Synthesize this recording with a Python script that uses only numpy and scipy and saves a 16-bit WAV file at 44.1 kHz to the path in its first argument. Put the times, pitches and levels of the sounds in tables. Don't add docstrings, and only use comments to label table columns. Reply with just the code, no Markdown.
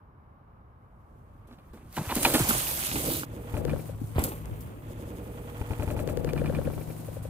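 import sys
import numpy as np
from scipy import signal
from scipy.io import wavfile

SR = 44100
rng = np.random.default_rng(int(sys.argv[2]) if len(sys.argv) > 2 else 0)


def waveform_to_disk(signal):
    frames = np.transpose(np.atleast_2d(signal))
    scaled = np.clip(frames, -1, 1) * 32767
    samples = np.round(scaled).astype(np.int16)
    wavfile.write(sys.argv[1], SR, samples)


N = 321489
T = np.arange(N) / SR
CUT_S, LANDING_S = 3.25, 4.15
COARSE = 40

# [start_s, left_lag_ms (left behind right), alike_hz (both sides alike up to here),
# bass_alike (0-1), bass_pan_db (left minus right), treble_pan_db (left minus right)]
BEARING = [(0, 0.48, 500, 1, 6, 4), (1.4, 0.13, 510, 1, -2.5, 0.5), (1.9, 0.054, 4000, 1, -2, -1),
           (2.35, 0.091, 3700, 0.97, -1, -2), (2.6, 0.33, 1800, 0.97, -0.5, -3),
           (3.245, 0.26, 2200, 0.98, -2, -3), (3.255, 0.32, 1400, 1, 0, -2.5),
           (3.5, 0.25, 1400, 1, -3, -1.5), (3.56, 0.11, 2500, 0.4, 6.5, -3.5),
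           (3.75, 0.066, 2480, 0, 12, -1.5), (3.95, -0.037, 600, 0.95, 5.5, -0.5),
           (4.14, -0.2, 3000, 0.1, 1, 0), (4.3, -0.31, 2200, 1, 0, -0.5), (4.5, -0.35, 1500, 0.66, 1.5, 0),
           (4.83, -0.4, 1500, 0.84, 0, 1)]


def amp(db):
    return 10 ** (np.asarray(db) / 20)


def in_time(tables):
    start_s, *columns = np.concatenate(tables).T
    return [np.interp(T, start_s, column) for column in columns]


def at_hz(points, hz):
    point_hz, point_db = np.array(points).T
    return np.interp(np.log(hz), np.log(point_hz), point_db)


def panned(x, pan_db):
    left = 2 / (1 + amp(-pan_db))
    return np.array([left * x, (2 - left) * x])


def lagged(x, lag_ms):
    shift_s = lag_ms / 2000 + 0 * T
    return np.array([np.interp(T - shift_s, T, x[0]), np.interp(T + shift_s, T, x[1])])


def same_spot(start_s, size):
    return (start_s > CUT_S) | (start_s + T[:size] < CUT_S)


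def add(out, start_s, x, pan_db):
    i = round(start_s * SR)
    out[:, i:i + len(x)] += panned(x * same_spot(start_s, len(x)), pan_db)


def drift(rate_hz):
    r = np.exp(-2 * np.pi * COARSE * rate_hz / SR)
    noise = rng.standard_normal(len(T[::COARSE]) + 2000)
    slow = signal.lfilter([1], [1, -2 * r, r * r], noise)[2000:]
    return slow / slow.std()


def fine(slow):
    return np.interp(np.arange(N) / COARSE, np.arange(len(slow)), slow)


def ring(clicks, hz, t60_s):
    r, w = amp(-60 / (t60_s * SR)), 2 * np.pi * hz / SR
    return signal.lfilter([0, np.sin(w)], [1, -2 * r * np.cos(w), r * r], clicks + 1e-18)


def burst(hz, cycles, late):
    turns = hz * T[:round(cycles / hz * SR)]
    return np.sin(2 * np.pi * turns) * np.sin(np.pi * (turns / cycles) ** late)


def grains(tone, per_s, spread_db, patchy_db, alike_hz, bass_alike, tilt_db=0):
    size = (2, 2, N)
    cracks = rng.standard_normal(size) * (rng.random(size) < per_s / SR)
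    cracks *= amp(spread_db * np.minimum(rng.exponential(1, size), 4))
    controls = (patchy_db, alike_hz, bass_alike, tilt_db)
    patchy_db, alike_hz, bass_alike, tilt_db = [(c + 0 * T)[::COARSE] for c in controls]
    out, power, together = 0, 0, drift(5.2)
    octaves = np.log2(tone[-1][0] / tone[0][0])
    edges = tone[0][0] * 2 ** np.arange(0, octaves + .2, .4)
    centre_hz = np.sqrt(edges[0] * edges[-1])
    for k, (low, high) in enumerate(zip(edges, edges[1:])):
        sos = signal.butter(2, [low, min(high, .45 * SR)], "band", fs=SR, output="sos")
        mid, side = signal.sosfilt(sos, cracks[k % 2] + 1e-18)
        hz = np.sqrt(low * high)
        alike = np.clip(bass_alike, 0, 1) / (1 + (hz / alike_hz) ** 1.7)
        gain = amp(at_hz(tone, hz) + patchy_db * (together + drift(16.5)))
        power = power + np.mean(gain ** 2) * np.mean(mid ** 2)
        gain = gain * amp(tilt_db * np.log2(hz / centre_hz))
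        out = out + fine(gain * np.sqrt(1 + alike)) * mid
        out = out + fine(gain * np.sqrt(1 - alike)) * side * [[1], [-1]]
    return out / np.sqrt(2 * power)


def traffic():
    # [pitch_hz, level_db (relative, per Hz)]
    traffic_tone = [(15, -38), (25, -10), (59, 1), (102, -1), (114, -3), (134, -4), (149, -19), (180, 10),
                    (217, -15.5), (659, -18), (1070, -15), (2840, -48.5), (6210, -65), (14800, -48.5),
                    (16000, -60)]
    hum_of_cars = grains(traffic_tone, per_s=40000., spread_db=-0.5, patchy_db=0.35,
                         alike_hz=690, bass_alike=1.0)
    return lagged(amp(-53) * hum_of_cars, lag_ms=0.37)


def debris(level_db, start_s, pan_db, tone, per_s, spread_db, patchy_db, tilt_db=0):
    fade_in = np.clip((T - start_s) / .05 + 1, 0, 1)
    alike_hz, bass_alike = in_time([BEARING])[1:3]
    cracking = grains(tone, per_s, spread_db, patchy_db, alike_hz, bass_alike, tilt_db)
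    return panned(fade_in * amp(level_db), pan_db) * cracking


def leaf_level(rustle):
    # [start_s, level_db (at the top), t60_s (time to fall 60 dB)]
    spray_table = [(1.47, -62.5, 0.43), (1.52, -66, 0.35), (1.73, -57.5, 0.5), (1.961, -41.5, 0.19),
                   (2.146, -29.5, 0.25), (2.225, -27.5, 0.5), (2.335, -26.5, 1), (2.39, -27, 0.19),
                   (2.486, -23.5, 0.39), (2.77, -34, 0.5), (2.92, -30.5, 0.59), (3.575, -51, 0.15),
                   (4.186, -43, 0.37), (4.239, -37, 0.24), (4.28, -42.5, 0.16), (4.604, -54, 0.26)]
    attack_s = .0038
    power = amp(2 * in_time(rustle)[0])
    t = T[:SR // 2]
    for start_s, level_db, t60_s in spray_table:
        i = round(start_s * SR)
        rise = np.clip(t / attack_s, 0, 1) ** 2
        fall = amp(2 * (level_db - 60 * t / t60_s))
        power[i:i + len(t)] += same_spot(start_s, len(t)) * rise * fall
    return 10 * np.log10(power)


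def leaves(pan_db):
    # [start_s, level_db]
    rustle = [
        [(0.7, -94), (1.0, -81), (1.45, -80), (1.88, -66), (1.95, -47.5), (2.12, -38.5), (2.24, -34.5),
         (2.55, -31), (2.75, -31), (2.95, -29), (3.2, -34.5), (3.25, -43)],
        [(3.255, -63), (3.31, -63), (3.35, -53.5), (3.39, -61.5), (3.5, -56), (3.58, -50), (3.605, -53.5),
         (3.62, -61), (3.7, -53), (3.78, -55), (3.82, -52.5), (3.87, -54.5), (3.91, -57.5), (3.95, -64),
         (4.09, -56), (4.16, -57), (4.25, -44), (4.3, -57), (4.35, -57.5), (4.83, -67.5)],
    ]
    # [pitch_hz, level_db (relative, per Hz)]
    leaf_tone = [(1150, 2), (1600, 2.5), (2000, 3), (3500, 4), (5000, 0.5), (6500, 1.5), (8000, 3),
                 (11000, 7), (14000, 1), (17000, 5.5)]
    brightness_db = [2, 3.5, 6]
    tilt_db = np.take(brightness_db, np.digitize(T, [CUT_S, LANDING_S]))
    flicker_db = np.where(T < CUT_S, 1.5, 0.8)
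    return debris(leaf_level(rustle), rustle[0][0][0], pan_db, leaf_tone, per_s=7000., spread_db=3.0,
                  patchy_db=flicker_db, tilt_db=tilt_db)


def wheels(bass_pan_db, treble_pan_db):
    # [start_s, ground_db, tyres_db, twigs_db]
    roll_table = [
        [(1.0, -69, -81, -82), (1.16, -54.5, -63, -78.5), (1.57, -58, -73, -70.5), (1.85, -50, -69, -64.5),
         (2.01, -54, -44.5, -47.5), (2.16, -39.5, -52, -44.5), (2.27, -37, -30, -44.5), (2.39, -42, -41, -38),
         (2.52, -39, -35, -35), (2.65, -45, -41, -43), (2.76, -42, -43, -45), (2.87, -41, -43.5, -42),
         (3.06, -37.5, -36, -44), (3.21, -40.5, -38.5, -49.5), (3.25, -46, -58, -53)],
        [(3.255, -41, -48.5, -52), (3.32, -45, -45.5, -52), (3.385, -43.5, -46, -54.5),
         (3.487, -45.5, -44, -49.5), (3.533, -45, -46, -48.5), (3.545, -40, -39.5, -50),
         (3.57, -42, -35.5, -50.5), (3.657, -29.5, -35, -50), (3.723, -28, -41, -46.5),
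         (3.833, -44, -43, -56.5), (3.951, -42, -51, -58.5), (4.113, -46, -48, -59.5), (4.15, -50, -53, -54),
         (4.19, -38, -48, -35.5), (4.26, -38.5, -37, -48), (4.337, -45, -43, -49.5), (4.42, -44, -46.5, -52.5),
         (4.661, -43, -47, -54.5), (4.83, -48.5, -48.5, -59.5)],
    ]
    # [pitch_hz, level_db (relative, per Hz)]
    ground_tone = [(25, -30), (40, 5.5), (70, 6.5), (110, 2.5), (160, 0.5), (220, -8), (330, -6)]
    tyre_tone = [(120, 8), (200, -7.5), (290, 5), (380, -6), (500, 1), (700, -12.5), (1000, -27.5),
                 (1600, -90)]
    twig_tone = [(500, -3), (900, 1.5), (1300, -3), (1700, -7), (2500, -8), (3500, -13), (4500, -30.5),
                 (6500, -49)]
    ground_db, tyres_db, twigs_db = in_time(roll_table)
    start_s = roll_table[0][0][0]
    ground = debris(ground_db, start_s, bass_pan_db, ground_tone,
                    per_s=3000., spread_db=-1.5, patchy_db=2.0)
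    tyres = debris(tyres_db, start_s, bass_pan_db, tyre_tone,
                   per_s=2500., spread_db=3.0, patchy_db=2.5)
    twigs = debris(twigs_db, start_s, treble_pan_db - 2, twig_tone,
                   per_s=1500., spread_db=3.0, patchy_db=np.where(T < CUT_S, 2.4, 1.0))
    return ground + tyres + twigs


def crunches(pan_db):
    # [start_s, peak_db (rough), dulling_db (per octave), ring_hz, ring_db (against the cracks),
    # t60_s (time for 800 Hz to fall 60 dB)]
    crunch_table = [(1.483, -43.5, -6, 252, 1, 0.14), (1.509, -38.5, -5, 277, 1, 0.11),
                    (1.526, -40, -4, 275, -1.5, 0.11), (1.584, -42.5, -5.5, 370, -16, 0.11),
                    (1.733, -31.5, -8.5, 352, -28, 0.18), (1.772, -39, -6, 279, -19, 0.14),
                    (1.828, -41, -14, 280, -17, .13), (1.966, -24, -4.5, 1480, -4, 0.13),
                    (1.975, -19, -5.5, 906, 0, 0.14), (2.092, -22.5, -3.5, 900, -9, 0.12),
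                    (2.106, -22, -2, 925, 2, 0.16), (2.116, -20.5, -4.5, 1010, 3, 0.06),
                    (2.162, -16, -6, 268, -2, 0.13), (2.248, -9.5, 0, 896, -2.5, 0.15),
                    (2.259, -29, -5, 293, 1, 0.14), (2.338, -11, -1, 325, -6, 0.11),
                    (2.349, -10, -4.5, 1220, -8, 0.087), (2.358, -16, -4, 500, -13, 0.078),
                    (2.378, -18.5, 0, 603, -5, 0.061), (2.393, -17, -7, 342, -5, 0.1),
                    (2.486, -23, -9, 340, -26, .13), (2.505, -18, -14, 1440, 5.5, 0.1),
                    (2.913, -20.5, 0, 314, -7, .1), (2.954, -19.5, -3.5, 284, 2.5, 0.15),
                    (3.065, -25, -5.5, 294, 2, 0.12), (3.099, -19.5, -3.5, 324, -7.5, .1),
                    (3.115, -24, -4, 282, 1, .13), (3.138, -25, -4, 297, -4, 0.15),
                    (3.232, -25, -5.5, 1340, 4, 0.026), (3.536, -30.5, -16, 400, 2, 0.054),
                    (3.5412, -29.5, -9, 476, 1.5, .07), (3.548, -28, -5, 400, -6, 0.09),
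                    (3.565, -25.5, -6, 270, -1, 0.13), (3.674, -22, -9, 358, -15.5, 0.14),
                    (3.693, -26.5, -5, 1150, -7, 0.098), (3.76, -31, -7, 1250, -10, .06),
                    (3.794, -33.5, -5.5, 257, -1, 0.14), (4.157, -23.5, -6, 552, -4, 0.069),
                    (4.185, -17.5, -6.5, 256, -10, 0.12), (4.2, -26, -9, 805, -1, 0.12),
                    (4.22, -21, -9, 260, -5, .13), (4.244, -21.5, -5.5, 500, -3, .13),
                    (4.272, -25, -6.5, 700, -10, 0.19), (4.317, -29.5, -4.5, 880, -2, 0.15)]
    attack_s, cracks_per_s, spread_db, hollow_cycles = .0025, 3000., 3.5, 14
    out, t = np.zeros((2, N)), T[:SR // 5]
    edges = 200 * 2 ** np.arange(0, 4.6, .75)
    bank = [signal.butter(2, pair, "band", fs=SR, output="sos") for pair in zip(edges, edges[1:])]
    early = slice(SR // 60)
    for start_s, peak_db, dulling_db, ring_hz, ring_db, t60_s in crunch_table:
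        cracks = rng.standard_normal((len(bank), len(t))) * (rng.random(len(t)) < cracks_per_s / SR)
        cracks *= amp(spread_db * np.minimum(rng.exponential(1, len(t)), 3))
        x = 0
        for sos, hz, band in zip(bank, edges, cracks):
            fade = amp(-60 * t / (t60_s * (hz / 800) ** -.2))
            x = x + amp(dulling_db * np.log2(hz / 800)) * signal.sosfilt(sos, band * fade)
        ring_fade = amp(-60 * t / (t60_s * (ring_hz / 400) ** -.5))
        hollow = ring(cracks[0] * ring_fade, ring_hz, hollow_cycles / ring_hz)
        x = x / x[early].std() + amp(ring_db) * hollow / hollow[early].std()
        x = x * np.clip(t / attack_s, 0, 1)
        add(out, start_s, amp(peak_db - 15.0) * x, pan_db[round(start_s * SR)])
    return out


def thumps():
    # [start_s, peak_db, pitch_hz, pan_db (left minus right)]
    thump_table = [(1.71, -42, 61, 0), (1.85, -47, 60.4, 2), (2.073, -29, 89, 1), (1.977, -32, 154, 2),
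                   (1.989, -25.5, 135, 1), (2.009, -25.5, 153, 2), (2.166, -28, 276, 2),
                   (2.343, -20, 354, 3), (2.393, -42, 139, 8), (2.406, -19, 145, -1.5),
                   (2.421, -24, 115, 1), (2.489, -25.5, 214, -1), (2.946, -28, 274, 5),
                   (3.089, -29, 145, 2), (3.536, -27.5, 78.1, 10), (3.55, -29, 124, 11),
                   (3.584, -26.5, 87, 4.5), (3.68, -31.5, 75.4, 12), (3.72, -31, 99, 5),
                   (4.015, -28.5, 248, 27), (4.038, -29, 120, -7), (4.161, -21, 110, 2),
                   (4.181, -16.5, 75, -1), (4.517, -29, 94, 14)]
    out = np.zeros((2, N))
    for start_s, peak_db, hz, pan_db in thump_table:
        cycles = 2.3 + 0.81 * np.log2(hz / 100)
        add(out, start_s, amp(peak_db) * burst(hz, np.clip(cycles, 1, 8), late=0.49), pan_db)
    return out


def snaps():
    # [start_s, peak_db (rough), pan_db (left minus right)]
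    snap_table = [(1.9276, -24, -0.5), (2.0738, -36, -2), (2.0908, -25, -1.5), (2.1546, -5, -1),
                  (2.2957, -28, -8), (2.3372, -21, 11), (2.392, -16, -2), (3.1374, -10, -4),
                  (3.5764, -22, 7), (3.6318, -48, -0.5), (3.339, -42, 0), (3.6508, -27.5, 5),
                  (3.6945, -34, 5), (3.716, -40, 3), (3.8055, -37, 0), (3.733, -44, 3), (3.761, -41, 6),
                  (4.043, -31, 4), (4.0732, -31, 7), (4.094, -42, 2), (4.1621, -45, 2), (4.239, -17, -1),
                  (4.6085, -25, 3.5), (4.4568, -24, 10)]
    body_db, t60_s = -15, .008
    out, t = np.zeros((2, N)), T[:SR // 15]
    bright = signal.butter(2, 8000, "high", fs=SR, output="sos")
    body = signal.butter(2, 3000, "high", fs=SR, output="sos")
    for start_s, peak_db, pan_db in snap_table:
        noise = rng.standard_normal(len(t))
        x = signal.sosfilt(bright, noise) + amp(body_db) * signal.sosfilt(body, noise)
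        add(out, start_s, amp(peak_db - 9.5) * x * amp(-60 * t / t60_s), pan_db)
    return out


def knocks():
    # [start_s, peak_db, pan_db (left minus right), hardness_db (per octave)]
    blow_table = [(1.9683, -28.5, -3, 8), (2.0918, -26, -3, 3), (2.0995, -24, -3, -2), (2.1085, -29, -3, 8),
                  (2.1135, -26, -3, 8), (2.2512, -5, -2.5, 4), (2.2524, -7, -2.5, 5), (2.2548, -13, 0, 7),
                  (2.2578, -19, -4, 5), (2.507, -30, 5, 7), (2.669, -23, -6, 14), (2.957, -22, -1, 7),
                  (3.233, -31, -8, 2), (3.5415, -26, -6, 1), (3.568, -32, -4, 5), (3.677, -36, -4, 3),
                  (3.696, -33, -5, 4), (3.702, -36, -5, 6), (3.715, -37, -5, 8), (3.761, -40, -1, -2),
                  (4.184, -24, -9, 2)]
    # [pitch_hz, level_db, t60_s (time to fall 60 dB)]
    frame_modes = [(570, -7, 0.005), (880, 3, 0.022), (1400, -4, 0.012), (1900, -4, 0.013),
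                   (2440, -1, 0.016), (2935, -8, 0.02), (3430, -12, 0.006), (4300, -24, 0.007)]
    out, contact = np.zeros((2, N)), np.zeros(SR // 12)
    contact[:9] = np.hanning(9)
    for start_s, peak_db, pan_db, hardness_db in blow_table:
        luck_db = rng.normal(0, 1.5, len(frame_modes))
        x = 0
        for k, ((hz, db, t60_s), luck) in enumerate(zip(frame_modes, luck_db)):
            gain = amp(db + luck + hardness_db * np.log2(hz / 1200))
            x = x + gain * ring(contact, hz, t60_s) * (-1) ** k
        add(out, start_s, amp(peak_db) * x / np.abs(x).max(), pan_db)
    return out


def jolts():
    # [start_s, peak_db (rough), length_ms, pan_db (left minus right)]
    jolt_table = [ (2.009, -24, 3, 2), (2.1722, -19, 2.2, 3), (2.348, -12, 1.8, -6), (3.086, -18, 2.6, -3),
                  (4.183, -10, 1.5, -4)]
    out, t = np.zeros((2, N)), T[:SR // 25]
    for start_s, peak_db, length_ms, pan_db in jolt_table:
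        pulse = -np.sin(np.pi * np.clip(1000 * t / length_ms, 0, 1)) ** 2
        pulse = signal.lfilter([1, -1], [1, -.996], pulse)
        add(out, start_s, amp(peak_db) * pulse, pan_db)
    return out


def hum():
    # [start_s, then the level_db of each tone]
    hum_table = [(3.255, -45, -66, -60), (3.46, -45, -67, -54.5), (3.57, -44, -69, -47),
                 (3.7, -52, -33.5, -48), (3.85, -44, -46, -67), (4.05, -41.5, -56, -69),
                 (4.2, -45, -45, -49), (4.468, -44.5, -53, -59), (4.83, -48, -80, -64)]
    tone_hz = [107.9, 154.2, 477]
    out = 0
    for hz, level_db in zip(tone_hz, in_time([hum_table])):
        turns = np.cumsum(hz * (1 + 0.005 * fine(drift(3.0)))) / SR
        level = amp(level_db + 0.8 * fine(drift(45.0)))
        out = out + level * np.sqrt(2) * np.sin(2 * np.pi * turns)
    return panned(out * (T > CUT_S), 1.0)


def pops():
    # [start_s, peak_db, pitch_hz, held_cycles, pan_db (left minus right), click_db (rough peak),
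    # overtone_db (peak)]
    pop_table = [(3.6132, -30, 514, 2, 10, -60, -52), (3.651, -21.5, 480, 2, 16, -33, -35),
                 (3.7327, -22, 530, 3, 16, -46, -36), (3.79, -33, 490, 3, 12, -58, -47),
                 (3.8928, -32, 535, 3, 16, -56, -49)]
    delay_s, drop_db, t60_s = .0015, -8, .03
    out, t = np.zeros((2, N)), T[:SR // 50]
    for start_s, peak_db, hz, held, pan_db, click_db, overtone_db in pop_table:
        turns = hz * T[:SR // 30]
        after = np.clip(turns - held, 0, None)
        level_db = peak_db + drop_db * np.clip(2 * after, 0, 1) - 60 * after / hz / t60_s
        swell = np.clip(.5 + turns / 4, 0, 1)
        add(out, start_s + delay_s, amp(level_db) * swell * np.sin(2 * np.pi * turns), pan_db)
        overtone = burst(1500, cycles=3.2, late=.5)
        add(out, start_s + delay_s / 2, amp(overtone_db) * overtone, pan_db)
        click = rng.standard_normal(len(t)) * np.exp(-t / .0012)
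        click = signal.lfilter([1], [1, -.5], click)
        add(out, start_s, amp(click_db) * click, pan_db / 2)
    return out


def pings():
    # [start_s, peak_db, pitch_hz, pan_db (left minus right)]
    ping_table = [(3.6945, -42, 2420, -5), (3.699, -46, 2300, -5), (3.711, -43, 2370, -5),
                  (3.7945, -50, 2350, -4)]
    attack_s, t60_s = .0015, .02
    out, t = np.zeros((2, N)), T[:SR // 25]
    swell = (1 - np.exp(-t / attack_s)) * amp(-60 * t / t60_s)
    for start_s, peak_db, hz, pan_db in ping_table:
        add(out, start_s, amp(peak_db) * swell / swell.max() * np.sin(2 * np.pi * hz * t), pan_db)
    return out


def chain():
    # [start_s, peak_db, pan_db (left minus right), hardness_db (per octave)]
    slap_table = [(4.182, -35, 0, 3), (4.1915, -25, -2, 0), (4.197, -32, 0, 4), (4.218, -27, 6, 8),
                  (4.2378, -15.5, -1, 2), (4.266, -29, 4, 8), (4.29, -27, 2, 8)]
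    # [pitch_hz, level_db, t60_s (time to fall 60 dB)]
    chain_modes = [(3900, -11, .007), (5000, -10, .007), (6100, -14, .007), (7800, -5, .012),
                   (9600, -9, .006), (11200, 0, .008), (12600, -3, .007), (14300, -6, .006)]
    rattle_s = .0013
    out, t = np.zeros((2, N)), T[:SR // 20]
    for start_s, peak_db, pan_db, hardness_db in slap_table:
        links = rng.standard_normal((len(chain_modes), len(t))) * t * np.exp(-t / rattle_s)
        x = 0
        for (hz, db, t60_s), touch in zip(chain_modes, links):
            mode = ring(touch, hz, t60_s)
            x = x + amp(db + hardness_db * np.log2(hz / 10000)) * mode / np.abs(mode).max()
        add(out, start_s, amp(peak_db) * x / np.abs(x).max(), pan_db)
    return out


def slow_replay(x):
    slips = [-1.5, 4.5, -0.9, -6.1, -9.2, 5.5, -8.8, -0.7, 3.4, -2.2, 0.9, 12.9, 1.3, 3.4, -0.4, 3.9, 5.3,
             -2.6, 2.9, 0.3, -2.6, -3.0]
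    replay_start_s, piece_s, crossfade_s = 4.82, .1146, .012
    first_lag_s, lag_step_s = 1.57, .0853
    starts = replay_start_s + piece_s * np.arange(len(slips))
    opened = [np.clip((T - s) / crossfade_s + .5, 0, 1) for s in starts] + [0]
    out = x * np.sqrt(1 - opened[0])
    second_spot = x * (T > CUT_S + .003)
    for k, slip_ms in enumerate(slips):
        lag_s = first_lag_s + lag_step_s * k + slip_ms / 1000
        piece = np.roll(second_spot, round(lag_s * SR), axis=1)
        out += piece * np.sqrt(opened[k] - opened[k + 1])
    return out


def scene():
    lag_ms, _, _, bass_pan_db, treble_pan_db = in_time([BEARING])
    bike = leaves(treble_pan_db) + wheels(bass_pan_db, treble_pan_db)
    bike += crunches((bass_pan_db + treble_pan_db) / 2)
    bike += thumps() + snaps() + knocks() + jolts()
    bike += hum() + pops() + pings() + chain()
    return lagged(bike, lag_ms) + traffic()


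def record(dry):
    clip_top, cutoff_hz = .7, 16050
    rounded = clip_top * np.tanh(slow_replay(dry) / clip_top)
    low_pass = signal.cheby2(16, 60, cutoff_hz, fs=SR, output="sos")
    return signal.sosfilt(low_pass, rounded)


dry = scene()
out = record(dry)
waveform_to_disk(out)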